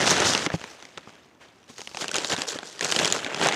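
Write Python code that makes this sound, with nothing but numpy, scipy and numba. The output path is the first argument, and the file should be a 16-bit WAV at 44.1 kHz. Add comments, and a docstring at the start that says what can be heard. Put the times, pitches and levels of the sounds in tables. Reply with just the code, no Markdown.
"""A padded paper envelope is torn open close by, over a faint outdoor background.
First the fibres part in a dense run of tiny snaps, until the strip comes free with a flap of the sheet.
Then, from about half a second, the envelope is held nearly still and only rustles a little.
From about two seconds a hand opens it, reaches in and turns it over: creases buckle one by one,
the paper crinkles and slides, and the hollow envelope thumps softly."""
import sys
import numpy as np
from scipy import signal
from scipy.fft import rfft, irfft
from scipy.io import wavfile
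from scipy.ndimage import uniform_filter1d
from numba import njit

SR = 44100
rng = np.random.default_rng(int(sys.argv[2]) if len(sys.argv) > 2 else 0)


def inscribe(sig):
    """Save sig as 16-bit PCM at rate SR to the path in sys.argv[1].

    A 1-D sig is mono; a 2-D sig holds one channel per row.
    Samples are clipped to [-1, 1] before scaling.
    """
    pcm = np.round(np.clip(np.atleast_2d(sig).T, -1, 1) * 32767)
    wavfile.write(sys.argv[1], SR, pcm.astype(np.int16))


N = 156555
MIDDLE_HZ, TREBLE_HZ, TOP_HZ = 500, 3300, 15400
RING_SLOPE = 0.3  # how much sooner high-pitched spots of paper stop ringing


def undb(db):
    """Turn decibels into a gain."""
    return 10 ** (np.asarray(db) / 20)


def unit(x):
    """Scale a sound to an average (rms) level of 1."""
    return x / np.sqrt(np.mean(x ** 2) + 1e-20)


def band(x, edges, kind, order=2):
    """Keep only the low, high or in-between frequencies."""
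    return signal.sosfilt(signal.butter(order, edges, kind, fs=SR, output="sos"), x)


def response(points):
    """Build a short click (an impulse response) whose tone follows (frequency_hz, level_db) points."""
    hz, db = np.array(points, float).T
    grid_hz = np.maximum(np.fft.rfftfreq(4096, 1 / SR), 1)
    gain = undb(np.interp(np.log(grid_hz), np.log(np.sort(hz)), db))
    cepstrum = irfft(np.log(gain))
    half = len(cepstrum) // 2
    fold = np.r_[1, np.full(half - 1, 2), 1, np.zeros(half - 1)]  # moves the energy to the click's start
    return irfft(np.exp(rfft(cepstrum * fold)))[:half]


def colour(x, taps):
    """Give a sound the tone of an impulse response."""
    return signal.fftconvolve(x, taps)[:len(x)]


def add(out, start_s, sound):
    """Mix a short sound in at a given time."""
    i = max(int(start_s * SR), 0)
    out[i:i + len(sound)] += sound[:max(N - i, 0)]


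def outdoor_air():
    """A faint, steady, low rush of outdoor noise."""
    # tone of the background: frequency_hz, level_db
    air_tone = [(30, -29.5), (70, -4.5), (340, 1), (600, -7), (1500, -10), (4000, -27.5), (15000, -39)]
    return undb(-58.5) * unit(colour(rng.standard_normal(N), response(air_tone)))


def sheet_flaps():
    """Flapped or bumped, the padded sheet swings for a few cycles and gives a soft thump."""
    # each flap or bump: start_s, level_db, pitch_hz
    flaps = [(0.466, -14, 288), (0.54, -13, 162), (0.9725, -38, 310), (1.698, -33.5, 240),
             (1.792, -28, 397), (2.334, -25, 172), (2.383, -21, 266), (2.556, -23.5, 279),
             (2.833, -33, 202), (3.02, -27, 165), (3.051, -17.5, 335), (3.414, -18, 406)]
    # the ways the sheet vibrates: pitch_ratio, level_db
    modes = [(.66, -9.5), (1.02, 1), (1.88, -3.5), (2.35, -9), (3.2, -7.5), (4.6, -2.5)]
    fade_cycles, rise_s = 1.44, 0.0018
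    out, t = np.zeros(N), np.arange(4096) / SR
    for start_s, level_db, pitch_hz in flaps:
        swing = np.zeros(len(t))
        for ratio, mode_db in modes:
            fade = np.exp(-t * pitch_hz * np.sqrt(ratio) / fade_cycles)
            swing += undb(mode_db) * np.sin(2 * np.pi * pitch_hz * ratio * t) * fade
        add(out, start_s, undb(level_db) * swing * (1 - np.exp(-t / rise_s)))
    return out


def crease_snaps():
    """A crease gives way: a crack spreads, the paper beside it rings, and the sheet answers low."""
    # each snapping crease: start_s, relative_level_db, pitch_hz, brightness_db_per_octave
    snaps = [(0.0756, -21, 2670, -0.5), (0.107, -17.5, 6140, -0.5), (0.114, -18, 5700, -2.5),
             (0.2013, -23, 6250, 6), (0.335, -19, 3470, 1), (0.3493, -17.5, 2730, -1),
             (0.3766, -22, 2200, 3.5), (0.463, -20.5, 2140, -1.5), (0.5016, -25.5, 1720, -7),
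             (0.5182, -30.5, 1930, -8), (0.5396, -26.5, 795, -9), (0.6136, -35.5, 2660, -2.5),
             (0.6404, -30, 1004, -4.5), (0.825, -38.5, 1420, -1.5), (0.9747, -31.5, 3580, -4),
             (0.9794, -35.5, 1350, -3), (1.073, -38.5, 1230, -10), (1.0923, -44, 1420, -4),
             (0.8521, -41.5, 2130, 2.5), (1.7818, -38, 6640, 0.5), (1.8055, -37.5, 3100, 3),
             (1.8161, -34.5, 6600, -2), (1.8733, -32, 3000, 0.5), (1.9135, -40, 2600, -3),
             (1.9465, -32, 2590, -3.5), (1.9708, -27, 820, 1), (2.0425, -26.5, 1640, -3),
             (2.0811, -28.5, 2940, 4), (2.091, -31, 2720, -3.5), (2.114, -26.5, 1500, 6.5),
             (2.1422, -21, 2580, 4), (2.156, -22, 6900, 0.5), (2.1645, -23, 3700, 5),
             (2.1829, -23.5, 2700, -0.5), (2.2459, -21.5, 3880, -1.5), (2.3638, -29.5, 3670, 1),
             (2.4183, -21.5, 4960, 2), (2.5874, -29, 3360, -1.5), (2.63, -35, 1580, -5.5),
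             (2.7928, -32, 4800, 1), (2.809, -22, 1780, 1.5), (2.8453, -20, 6220, 5),
             (2.9017, -28, 2540, 2), (2.9147, -23.5, 6070, 5), (2.922, -17, 3020, 1),
             (2.9623, -19.5, 3070, 2), (2.9897, -18, 3570, 0), (2.998, -23, 1620, -1),
             (3.0467, -18, 3260, 1.5), (3.0551, -19, 3460, 3), (3.0759, -20, 4970, 1),
             (3.1239, -14.5, 6850, 4), (3.1623, -23.5, 1520, 0.5), (3.2454, -25.5, 2300, -1.5),
             (3.2633, -26.5, 1550, -4.5), (3.3451, -25, 2500, -1), (3.4132, -19, 750, -4),
             (3.4601, -17.5, 1520, -5.5), (3.4702, -20.5, 776, 1), (3.4862, -17, 1050, -2),
             (3.5234, -22.5, 2160, -1)]
    # tone of a crack before its brightness tilts it: frequency_hz, level_db
    crack_tone = [(100, -8.5), (500, -1.5), (1500, 1.5), (4000, 0.5), (6700, -1.5), (8500, -10.5),
                  (11000, -22.5), (15500, -52)]
    centre_hz = 3000
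    out, t = np.zeros(N), np.arange(2048) / SR
    burst = lambda peak_s: t / peak_s * np.exp(-.5 * (t / peak_s) ** 2)
    fade = lambda decay_s: np.minimum(t / .0007, 1) * np.exp(-t / decay_s)
    gain = np.sqrt(.005 / t[-1])  # a snap holds the energy of about 5 ms at its level
    for start_s, level_db, pitch_hz, brightness in snaps:
        taps = response([(hz, db + brightness * np.log2(max(hz, MIDDLE_HZ) / centre_hz))
                         for hz, db in crack_tone])
        noise = rng.standard_normal((3, len(t)))
        crack = unit(colour(noise[0] * burst(peak_s=0.001), taps))
        spread = unit(colour(noise[1] * fade(decay_s=0.003), taps))
        ring_peak_s = 0.0014 * (pitch_hz / centre_hz) ** -RING_SLOPE
        ring = unit(np.sin(2 * np.pi * pitch_hz * t) * burst(ring_peak_s))
        body = unit(band(noise[2] * fade(decay_s=0.008), (155, 1010), "band"))
        body_db = -10.5 - 0.51 * brightness  # dull snaps have more body
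        snap = undb(-2.5) * crack + undb(-9.5) * spread + undb(-5.5) * ring + undb(body_db) * body
        add(out, start_s, snap * undb(level_db) * gain)
    return out


@njit
def ringing_spots(start_s, pitch_hz, decay_s, size, length):
    """Each jolted spot of paper rings as one quickly fading sine wave."""
    out = np.zeros(length)
    for k in range(len(start_s)):
        wave = size[k] + 0j
        step = np.exp((2j * np.pi * pitch_hz[k] - 1 / decay_s[k]) / SR)  # turns and shrinks the wave
        first = int(start_s[k] * SR)
        for i in range(first, min(first + int(6 * decay_s[k] * SR), length)):
            wave *= step
            out[i] += wave.imag
    return out


def crackle(start_s, end_s, per_second, spread_db, spots=8):
    """Tiny buckles at random moments, mostly weak, a few strong; each rings several spots of paper."""
    span_s = end_s - start_s
    buckle_rng = np.random.default_rng(rng.integers(2 ** 31))
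    draws = buckle_rng.random((int(span_s * per_second) + 1, 2 + 3 * spots))  # one row per buckle
    when, weakness = draws[:, :1], draws[:, 1:2]
    place, side, lag = np.hsplit(draws[:, 2:], 3)
    pitch_hz = 90 + TOP_HZ * place ** 2
    decay_s = 0.002 * (pitch_hz / 1000) ** -RING_SLOPE
    balance = np.sqrt(np.sqrt(pitch_hz) / decay_s)  # evens out the energy from low to high
    size = undb(-spread_db * np.log(.04 + weakness)) * np.sign(side - .5) * balance
    onset_s = start_s + when * span_s + lag * .0015  # a buckle reaches all its spots within 1.5 ms
    rings = ringing_spots(onset_s.ravel(), pitch_hz.ravel(), decay_s.ravel(), size.ravel(), N)
    return unit(rings) * np.sqrt(span_s * SR / N)


def paper(levels, tone, per_second, spread_db, rub_db, middle_offset_db, treble_offset_db):
    """Paper crackles and rubs; middle and treble each follow their own level curve plus an offset."""
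    times, middle_db, treble_db = np.array(levels, float).T
    t = np.arange(N) / SR
    active = (t >= times[0]) & (t <= times[-1])
    buckles = crackle(times[0], times[-1], per_second, spread_db)
    rubbing = undb(rub_db) * rng.standard_normal(N)
    sound = colour(buckles + rubbing, response(tone))
    low = signal.sosfiltfilt(signal.butter(4, TREBLE_HZ, fs=SR, output="sos"), sound)
    high = sound - low
    middle = band(low, MIDDLE_HZ, "high", order=4)  # the bass rises and falls with the middle
    low *= undb(np.interp(t, times, middle_db) + middle_offset_db) / middle[active].std()
    high *= undb(np.interp(t, times, treble_db) + treble_offset_db) / high[active].std()
    soft_gate = uniform_filter1d(active * 1., size=200)
    return (low + high) * soft_gate


def holding():
    """Held nearly still, the envelope rubs quietly and crackles a little."""
    # loudness of the rustle: time_s, middle_db, treble_db
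    hold_levels = [(0.48, -39.5, -48), (0.505, -41, -51), (0.55, -37.5, -37.5), (0.57, -49.5, -52.5),
                   (0.63, -43, -48), (0.745, -47.5, -48), (0.775, -50.5, -54), (1.055, -54, -59.5),
                   (1.085, -51, -54), (1.14, -53.5, -59.5), (1.39, -67, -71), (1.415, -46.5, -54.5),
                   (1.5, -58.5, -63.5), (1.675, -61.5, -64), (1.695, -48, -47), (1.755, -63, -54.5),
                   (1.79, -45.5, -45), (1.85, -60, -47.5), (1.93, -51, -48.5)]
    # tone of the held paper: frequency_hz, level_db
    hold_tone = [(35, -38), (64, -6), (117, -10), (202, -9.5), (577, -4), (1310, -8), (6320, -4.5),
                 (15500, -34)]
    return paper(hold_levels, hold_tone, per_second=290, spread_db=3.5, rub_db=1.5,
                 middle_offset_db=-1.5, treble_offset_db=-3.0)


def turning_over():
    """The paper crinkles and slides as a hand opens the envelope and turns it over."""
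    # loudness of the handling: time_s, middle_db, treble_db
    turn_levels = [(1.93, -55, -49), (1.985, -45.5, -39.5), (2.025, -32.5, -30), (2.065, -46, -46.5),
                   (2.125, -45, -46.5), (2.15, -31, -34), (2.22, -37, -38.5), (2.28, -43.5, -36.5),
                   (2.305, -30.5, -30.5), (2.335, -24, -26.5), (2.36, -42.5, -46.5), (2.385, -32.5, -33),
                   (2.465, -43.5, -46), (2.487, -36.5, -27.5), (2.565, -41.5, -43.5), (2.615, -49, -54.5),
                   (2.665, -47, -41.5), (2.8, -50, -50), (2.828, -29.5, -31.5), (2.905, -38, -33.5),
                   (2.98, -27.5, -27.5), (3.04, -29.5, -31.5), (3.11, -33, -35.5), (3.15, -32, -32),
                   (3.23, -38, -44), (3.31, -37, -47.5), (3.4, -31.5, -36.5), (3.435, -22, -28.5),
                   (3.505, -27.5, -37.5), (3.55, -30.5, -35)]
    # tone of the crinkling paper: frequency_hz, level_db
    turn_tone = [(35, -39), (75, -19.5), (154, -5), (235, -6.5), (410, 2), (1250, -5.5), (1520, -2),
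                 (2160, -6.5), (3390, -2.5), (7100, -2), (13000, -28.5), (15500, -51)]
    return paper(turn_levels, turn_tone, per_second=520, spread_db=2.0, rub_db=-4.0,
                 middle_offset_db=0.5, treble_offset_db=-1.5)


def tearing():
    """Fibres part in a dense run of tiny snaps as the strip is torn off."""
    # loudness of the rip: time_s, middle_db, treble_db
    tear_levels = [(0, -24, -31), (0.11, -23.5, -21.5), (0.145, -25, -28.5), (0.235, -22, -29),
                   (0.28, -25.5, -22), (0.37, -29, -33.5), (0.462, -33.5, -34.5), (0.478, -33, -49)]
    # tone of the tearing paper: frequency_hz, level_db
    tear_tone = [(35, -36), (75, -7.5), (174, -2), (740, -1.5), (1130, -4.5), (1520, -2), (2450, -7.5),
                 (2840, -5.5), (6160, -5.5), (9180, -18), (15500, -47.5)]
    return paper(tear_levels, tear_tone, per_second=1600, spread_db=2.5, rub_db=-8,
                 middle_offset_db=-0.7, treble_offset_db=-0.47)


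def scene():
    """The rip, the lull and the handling, with snaps, flaps and the background, in one channel."""
    return (tearing() + holding() + turning_over() + crease_snaps() + sheet_flaps() + outdoor_air())[None]


def record(dry):
    """Thin the deep bass, round off the highest peaks and cut the very top of the treble."""
    ceiling = .66
    rounded = ceiling * np.tanh(band(dry, 84, "high") / ceiling)
    return signal.sosfilt(signal.ellip(8, .2, 70, TOP_HZ, fs=SR, output="sos"), rounded)


dry = scene()
out = record(dry)
inscribe(out)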